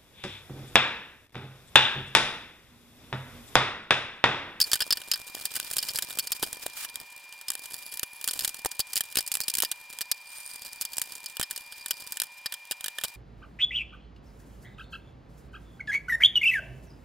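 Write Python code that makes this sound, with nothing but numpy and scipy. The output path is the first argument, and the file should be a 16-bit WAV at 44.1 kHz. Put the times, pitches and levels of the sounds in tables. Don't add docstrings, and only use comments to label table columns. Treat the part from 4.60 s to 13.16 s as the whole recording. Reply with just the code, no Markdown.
import sys
import numpy as np
from scipy import signal
from scipy.fft import rfft, irfft, next_fast_len
from scipy.io import wavfile
from scipy.ndimage import uniform_filter1d

SR = 44100
rng = np.random.default_rng(int(sys.argv[2]) if len(sys.argv) > 2 else 0)


def generate_wav(sig):
    pcm = np.round(np.clip(np.atleast_2d(sig).T, -1, 1) * 32767).astype(np.int16)
    wavfile.write(sys.argv[1], SR, pcm)


def volts_from_decibels(level):
    exponent = np.asarray(level, float) / 20
    return 10 ** exponent


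N = 377496


def rms_one(x):
    return x / np.sqrt(np.mean(x ** 2) + 1e-20)


def drift(rate_hz):
    r = np.exp(-40 * np.pi * rate_hz / SR)
    slow = signal.lfilter([1], [1, -2 * r, r * r], rng.standard_normal(N // 20 + 4002))[4000:]
    return np.interp(np.arange(N) / 20, np.arange(len(slow)), rms_one(slow))


def cut(x, kind, hz):
    return signal.sosfilt(signal.butter(2, hz, kind, fs=SR, output="sos"), x)


def wide(share):
    mid, side = rng.standard_normal((2, N))
    return mid + share * side * [[1], [-1]]


def swell(x, peak_s):
    r = np.exp(-1 / (peak_s * SR))
    return signal.lfilter([0, np.e / (peak_s * SR)], [1, -2 * r, r * r], x + 1e-18)


def strokes(rows, idle_db):
    t, gain = np.arange(N) / SR, volts_from_decibels(idle_db)
    for start_s, length_s, db in rows:
        gain = gain + volts_from_decibels(db) * np.sin(np.pi * np.clip((t - start_s) / length_s, 0, 1))
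    return gain


def low_thumps(at, db):
    thump = np.bincount(at, volts_from_decibels(db), N)
    return cut(wide(0.89) * swell(thump, 0.00092), "low", 1290) * volts_from_decibels([[-1.7], [1.7]])


# (frequency [Hz], level [dB rms])
LAMP_TONES = [(576, -76), (765, -73), (2401, -51), (4802, -68)]


def hum():
    t, out = np.arange(N) / SR, 0
    for hz, db in LAMP_TONES:
        out = out + np.sqrt(2) * volts_from_decibels(db) * np.sin(2 * np.pi * hz * t + 0.13 * drift(5.1))
    return out


# (centre [Hz], width [Hz], level [dB rms])
ROOM_NOISE = [(960, 142, -62.5), (1800, 80, -68.5), (2400, 62, -63)]


def room_noise():
    out = 0
    for hz, width, db in ROOM_NOISE:
        band = cut(rng.standard_normal(N), "band", [hz - width / 2, hz + width / 2])
        out = out + volts_from_decibels(db) * rms_one(band)
    return out


# (frequency [Hz], relative level [dB])
HISS_COLOUR = [(30, -5), (450, -4.5), (700, 2.5), (3000, 11.5), (16000, -5)]


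def hiss():
    hz = np.maximum(np.arange(N // 2 + 1) * SR / N, 1)
    colour_hz, colour_db = np.transpose(HISS_COLOUR)
    colour = volts_from_decibels(np.interp(np.log(hz), np.log(colour_hz), colour_db))
    mid, side = irfft(rfft(rng.standard_normal((2, N))) * colour, N)
    return volts_from_decibels(-57) * rms_one(mid + 0.13 * side * [[1], [-1]])


def strike(at, db, modes, t60_s, chatter_s):
    out, luck = np.zeros(N), rng.standard_normal((len(at), len(modes), 2))
    for k, (hz, mode_db) in enumerate(modes):
        blow_db = db + mode_db + 3.5 * np.clip(luck[:, k, 0], -2, 1)
        blows = np.bincount(at, volts_from_decibels(blow_db) * np.sign(luck[:, k, 1]), N)
        drive = blows + volts_from_decibels(-17.0) * swell(blows, chatter_s) * rng.standard_normal(N)
        r, w = volts_from_decibels(-60 / (t60_s * SR)), 2 * np.pi * hz / SR
        out += signal.lfilter([0, np.sin(w)], [1, -2 * r * np.cos(w), r * r], drive)
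    return out


# (frequency [Hz], relative level [dB])
HOLLOW_MODES = [(1520, -3), (1780, -1.7), (2900, -1), (3150, 1.5), (3500, -1), (3900, -1.5)]
# (frequency [Hz], relative level [dB])
BENCH_MODES = [(4450, -4), (4790, 0.1), (5200, -3)]
# (frequency [Hz], relative level [dB])
PART_MODES = [(7600, 0), (9000, 3.6), (9900, -6), (11200, -0.5), (13300, -19.5), (15200, -13.5)]
HOLLOW_T60_S, BENCH_T60_S, PARTS_T60_S = 0.017, 0.021, 0.0056


def contacts(at, crack_db, bench_db, hollow_db, sharp_db, chatter_s):
    crack = np.bincount(at, volts_from_decibels(crack_db), N)
    sound = volts_from_decibels(sharp_db) * cut(wide(0.096) * swell(crack, 0.00053), "high", 3560)
    ragged = volts_from_decibels(5.4 * drift(350))
    sound += volts_from_decibels(-17.0) * cut(wide(0.43) * ragged * swell(crack, chatter_s), "high", 2620)
    sound += strike(at, crack_db - 19.5, PART_MODES, PARTS_T60_S, chatter_s)
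    bench = strike(at, crack_db + bench_db - 17.0, BENCH_MODES, BENCH_T60_S, chatter_s)
    sound += cut(bench, "band", [4000, 5700])
    return sound + strike(at, crack_db + hollow_db - 16.5, HOLLOW_MODES, HOLLOW_T60_S, chatter_s)


# (time [s], level [dB])
BUSY_HANDS = [(0, -46), (0.3, -52.5), (1.1, -46), (2.3, -52.5), (2.5, -57), (2.85, -58.5), (2.95, -52),
              (3.3, -52), (3.55, -57.5), (3.82, -44), (4.05, -55.5), (4.9, -52.5), (5.15, -53),
              (5.6, -60.5), (5.9, -53.5), (6.45, -53), (7.1, -56), (7.5, -50.5), (8.0, -61.5), (8.56, -53)]


def rustle_level():
    return np.interp(np.arange(N) / SR, *np.transpose(BUSY_HANDS))


TOUCHES_PER_S, TOUCH_FOLLOWS = 99, 0.68


def touches(rustle_db, rumble_db):
    busier_db = TOUCH_FOLLOWS * (rustle_db - rustle_db.mean()) + 3 * drift(12)
    at = np.flatnonzero(rng.random(N) < TOUCHES_PER_S * volts_from_decibels(busier_db) / SR)
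    luck = np.clip(rng.standard_normal((len(at), 3)), -2, 1)
    touch_db = 5 * luck[:, 0]
    sound = contacts(at, rustle_db[at] + 16.5 + touch_db, -9 + 3 * luck[:, 1], -15.5,
                     sharp_db=-10, chatter_s=0.0013)
    thumps = low_thumps(at, rumble_db[at] + 19.0 + touch_db + 3.3 * luck[:, 2])
    return sound, thumps, at, touch_db


def crinkle(rustle_db, bags, flutter, slips):
    snaps = rms_one(cut(wide(0.81) * swell(slips, 0.00058), "band", [2700, 5600]))
    return (bags + 0.43) * volts_from_decibels(rustle_db - 10.5) * flutter * snaps


# (start [s], length [s], stroke level [dB])
BAG_SWISHES = [(1.745, 0.043, -36.5), (2.0, 0.064, -44), (2.12, 0.15, -38.5)]


def swish(rustle_db, knob, flutter):
    gain = strokes(BAG_SWISHES, rustle_db - 4.5) + volts_from_decibels(-4) * knob
    return gain * flutter * rms_one(cut(wide(0.76), "high", 1200))


# (start [s], length [s], stroke level [dB])
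CLAMP_STROKES = [(2.85, 1.05, -52)]
# (start [s], length [s], stroke level [dB])
BENCH_STROKES = [(2.95, 0.58, -57), (5.3, 1.3, -58), (6.9, 0.65, -57)]
# (start [s], length [s], stroke level [dB])
KNOB_STROKES = [(5.62, 0.4, -48)]


def rubbing(rustle_db):
    clamp = strokes(CLAMP_STROKES, rustle_db - 32)
    bench = strokes(BENCH_STROKES, rustle_db - 15.5)
    knob = strokes(KNOB_STROKES, rustle_db - 11)
    return clamp, bench, knob


def friction(clamp, bench, knob, grip):
    out = 0
    bands = [(bench, [4600, 5000]), (knob, [8700, 9300]), (clamp, [10800, 11500]),
             (clamp / 2, [9700, 10200]), (clamp / 2, [15100, 15700])]
    for gain, band_hz in bands:
        out = out + gain * grip * rms_one(cut(wide(0.085), "band", band_hz))
    return out + volts_from_decibels(-5) * knob * grip * rms_one(cut(wide(0.54), "band", [7200, 15000]))


BAGS_GONE_S, BAGS_FADE_S = 2.46, 0.013
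EARLY_RUMBLE_DB, LATE_RUMBLE_DB = -8.5, -16
RUMBLE_FOLLOWS = 1.3
SLIPS_PER_S, SLIP_SPREAD_DB = 350, 11.5


def handling():
    rustle_db = rustle_level()
    mean_db = rustle_db.mean()
    clamp, bench, knob = rubbing(rustle_db)
    bags = np.clip((BAGS_GONE_S - np.arange(N) / SR) / BAGS_FADE_S, 0, 1)
    swing_db = RUMBLE_FOLLOWS * (rustle_db - mean_db) * (1 - bags)
    rumble_db = mean_db + bags * EARLY_RUMBLE_DB + (1 - bags) * LATE_RUMBLE_DB + swing_db
    sound, low, at, touch_db = touches(rustle_db, rumble_db)
    flutter = volts_from_decibels(3.85 * drift(30))
    slip_db = SLIP_SPREAD_DB * np.clip(rng.standard_normal(N), -2, 2) - 17.5
    slips = (rng.random(N) < SLIPS_PER_S / SR) * volts_from_decibels(slip_db)
    tap_s, tap_db = np.transpose(LIGHT_TAPS)
    taps = np.bincount((tap_s * SR).astype(int), volts_from_decibels(tap_db + 32.0), N)
    grip = rms_one(0.19 + swell(np.bincount(at, volts_from_decibels(touch_db), N) + taps + slips, 0.00081))
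    sound += crinkle(rustle_db, bags, flutter, slips)
    sound += swish(rustle_db, knob, flutter)
    sound += friction(clamp, bench, knob, grip)
    low += volts_from_decibels(rumble_db - 2.0) * flutter * rms_one(cut(wide(1.0), "low", 1500))
    return sound, low


# (time [s], crack level [dB], bench ring against the crack [dB])
HARD_KNOCKS = [(.0023, -4, -2), (0.0134, 0, 7), (0.0218, -6.5, 5), (0.0394, -20, 11), (.116, -8, 5),
               (0.1325, 6.5, -4), (0.1384, -3, 0), (0.1557, -7, -14), (0.2048, -8.5, 4),
               (0.2188, -12.5, 7.5), (0.3058, -6.5, 10), (0.325, -3.5, 8.5), (0.3713, -20.5, 3),
               (0.4167, -19, -25), (.5151, -3.5, 8), (0.5361, -11.5, 8), (0.8541, -2.5, -11.5),
               (0.9636, -8, -10), (0.9997, -6, -25), (1.134, -15, -7), (1.1674, 1.5, -21.5),
               (1.1831, -6, 5.5), (1.2274, -12.5, -2), (1.287, -14.5, 0.5), (1.358, -7.5, -1),
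               (1.3871, -1.5, -20.5), (1.423, -10.5, -7), (1.506, -15, -33), (1.5874, -4.5, -11),
               (1.594, -10.5, 0), (1.6713, -17.5, 3.5), (1.7188, -4, -12), (1.723, -12, 0),
               (1.827, -2.5, -11.5), (1.835, -11.5, 0), (1.9293, -7.5, -34), (2.0639, -3.5, -24),
               (2.2483, -14.5, -20.5), (2.3567, -11, -30), (2.883, -18, 0), (2.9029, 0.5, -24.5),
               (2.918, -14.5, -27), (2.9522, -15, -24), (3.057, -20, -17), (3.3397, -21, -6),
               (3.3947, -10.5, -23), (3.431, -7.5, -16.5), (3.642, -8.5, -14), (3.6765, 1.5, -22.5),
               (3.6862, -8, -0.5), (3.7104, -7.5, -19), (3.7353, -10.5, -27), (3.7921, -5.5, -10),
               (3.8072, -19, 2), (3.8388, -18, -26), (3.8473, -1, -11), (3.8634, -27, -24),
               (3.8772, -8, -16), (3.944, -18, -26), (4.048, -3.5, -26), (4.059, -8, -3), (4.115, -19, -9),
               (4.1934, -4.5, -5), (4.2026, -6.5, 1), (4.3324, -15, -4), (4.357, -6, -1), (4.3665, -4, -4),
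               (4.3763, -3, -9), (4.407, 0.5, -19), (4.525, -21.5, -18), (4.5558, -4, -29),
               (4.57, -0.5, -3.5), (4.5857, -2, -2), (4.6068, -12.5, -9), (4.664, -22.5, -4),
               (4.6762, -14.5, -11), (4.717, -3, -10.5), (4.7405, -6.5, -9.5), (4.753, 1.5, -21.5),
               (4.77, -11, -31), (4.8039, -1.5, -24), (4.8123, -10.5, -2.5), (4.836, -22, 0),
               (4.8817, 0.5, -17.5), (4.8992, -13.5, -2), (4.9388, -9, -11), (4.952, -0.5, -21),
               (4.9708, -12, -20), (4.984, 2, -19), (5.0023, -1, -22), (5.022, 1.5, -14),
               (5.034, -10.5, -5), (5.0486, -12.5, -2), (5.1152, -6, -10), (5.387, -17, -25),
               (5.409, -8, -30), (5.4145, -9, -5), (5.5145, -2.5, -2.5), (6.2115, -7, -10),
               (6.2191, -11.5, -6), (6.2514, -12.5, -7), (6.333, -22.5, -1), (6.3685, -17, -19),
               (6.382, -2, -25), (6.3958, -17, -25), (6.4163, -2.5, -14), (6.6598, -18, 0),
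               (6.769, -16.5, -25), (6.7967, -8.5, -14), (6.8126, 0, -28.5), (6.8286, -11, 1),
               (6.9097, -12, -12), (6.961, -18.5, -5), (6.9767, -18.5, -16), (7.2603, -10, -22),
               (7.283, -20, -18), (7.3083, -2.5, -7), (7.522, -12, -7), (7.5706, -14, -20),
               (7.6, -1, -22.5), (7.618, 1, -23), (7.635, -18, -11), (7.8594, -15, 1), (7.9231, -16, -13),
               (7.9396, -19.5, -5), (8.111, -6.5, -17), (8.1192, -12.5, -9), (8.2085, -18, -26),
               (8.2421, -15, -15), (8.2603, -13.5, -13), (8.282, -12.5, -23.5), (8.3847, -11.5, -25.5),
               (8.4123, -24, -13), (8.4369, -4.5, -17.5), (8.448, -13, -10)]
# (picked up at [s], ring against the crack of a firm knock [dB])
HELD_PARTS = [(0, -12), (.12, -5.5), (.8, -13.5), (2.5, -14.5), (4.65, -23.5), (5.0, -12), (6.1, -21),
              (6.75, -12), (7.8, -6)]
# (time [s], crack level [dB])
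LIGHT_TAPS = [(0.5578, -21.5), (0.678, -26.5), (0.7737, -33), (0.939, -24), (0.9548, -14), (1.1014, -23),
              (1.374, -17), (2.2967, -27.5), (2.4004, -25), (2.7248, -27.5), (2.8126, -25), (2.9348, -25),
              (3.036, -28), (3.1088, -25.5), (3.1415, -20), (3.1877, -29), (3.225, -32), (3.3224, -23.5),
              (3.3722, -20.5), (3.6125, -22), (3.8924, -18), (4.437, -23.5), (4.5136, -32), (5.3277, -25.5),
              (6.1306, -24.5), (6.438, -26), (6.5215, -23.5), (6.5527, -22.5), (6.698, -26),
              (7.1232, -25.5), (7.4738, -26)]
# (time [s], relative level [dB])
DULL_THUDS = [(1.8305, -13), (2.0624, -27), (3.4318, -30), (4.0474, -22), (4.058, -16), (4.1946, -21),
              (4.571, -21.5), (4.589, -24.5), (5.0337, -19), (5.515, -27), (6.7971, -20.5), (8.4466, -28.5)]
TAP_BENCH_DB = -12
FIRM_DB, HOLLOW_FOLLOWS = -12.5, 0.84


def knocks():
    taps = [(s, db, TAP_BENCH_DB) for s, db in LIGHT_TAPS]
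    s, crack_db, bench_db = np.transpose(list(HARD_KNOCKS) + taps)
    picked_s, part_db = np.transpose(HELD_PARTS)
    in_hand = np.maximum(np.searchsorted(picked_s, s) - 1, 0)
    hollow_db = part_db[in_hand] - (1 - HOLLOW_FOLLOWS) * (crack_db - FIRM_DB)
    hollow_db = hollow_db + 3.5 * np.clip(rng.standard_normal(len(s)), -2, 1)
    at = (s * SR).astype(int)
    lasting = np.clip((bench_db + 23.0) / 24, .01, .99)
    long_db, short_db = 10 * np.log10(lasting), 10 * np.log10(1 - lasting)
    sound = contacts(at, crack_db + long_db, bench_db, hollow_db, sharp_db=-5.5, chatter_s=0.0023)
    sound += contacts(at, crack_db + short_db, bench_db, hollow_db, sharp_db=-24, chatter_s=0.00085)
    snap = np.bincount(at, volts_from_decibels(crack_db - 16.5), N)
    sound += cut(wide(0.41) * swell(snap, 0.00011), "high", 1900)
    thud_s, thud_db = np.transpose(DULL_THUDS)
    thump_at = np.r_[at, (thud_s * SR).astype(int)]
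    return sound, low_thumps(thump_at, np.r_[crack_db - 22, thud_db + 7])


ROOM_T60_S, ROOM_DB = 0.023, -7.5


def room(x):
    size = next_fast_len(N + SR // 4)
    turn = -2j * np.pi * np.arange(size // 2 + 1) * SR / size
    echoes = np.zeros((2, size // 2 + 1), complex)
    for k, lag_s in enumerate(rng.uniform(0.00088, 0.0035, 12)):
        loop = volts_from_decibels(-60 * lag_s / ROOM_T60_S) * np.exp(turn * lag_s)
        echoes[k % 2] += loop / (1 - loop) * (-1) ** (k // 2)
    return irfft(echoes * rfft(x, size), size)[:, :N] / np.sqrt(6)


def scene():
    background = hum() + room_noise() + hiss()
    small, rumble = handling()
    loud, thumps = knocks()
    near = loud + small
    echo = volts_from_decibels(ROOM_DB) * room(cut(near.mean(axis=0), "low", 7900))
    return near * volts_from_decibels([[-.3], [.3]]) + echo + thumps + rumble + background


def band_limit(x):
    return signal.sosfilt(signal.butter(12, 17000, fs=SR, output="sos"), x)


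# (lower edge, upper edge) [Hz]
PORT_BAND = [5450, 6890]


def record(dry):
    dry = dry - 0.29 * cut(dry, "band", PORT_BAND)
    level_db = 10 * np.log10(uniform_filter1d(np.mean(dry ** 2, axis=0), size=33) + 1e-12)
    ramp_db = 900 * np.arange(N) / SR
    held_db = np.maximum.accumulate(level_db + ramp_db) - ramp_db
    duck_db = -.4 * np.maximum(held_db + 26.5, 0)
    ducked = dry * volts_from_decibels(signal.lfilter([.08], [1, -.92], duck_db))
    top_cut = signal.cheby2(10, 60, 17000, fs=SR, output="sos")
    finished = signal.sosfilt(top_cut, np.tanh(ducked))
    return band_limit(finished)


dry = scene()
out = record(dry)
generate_wav(out)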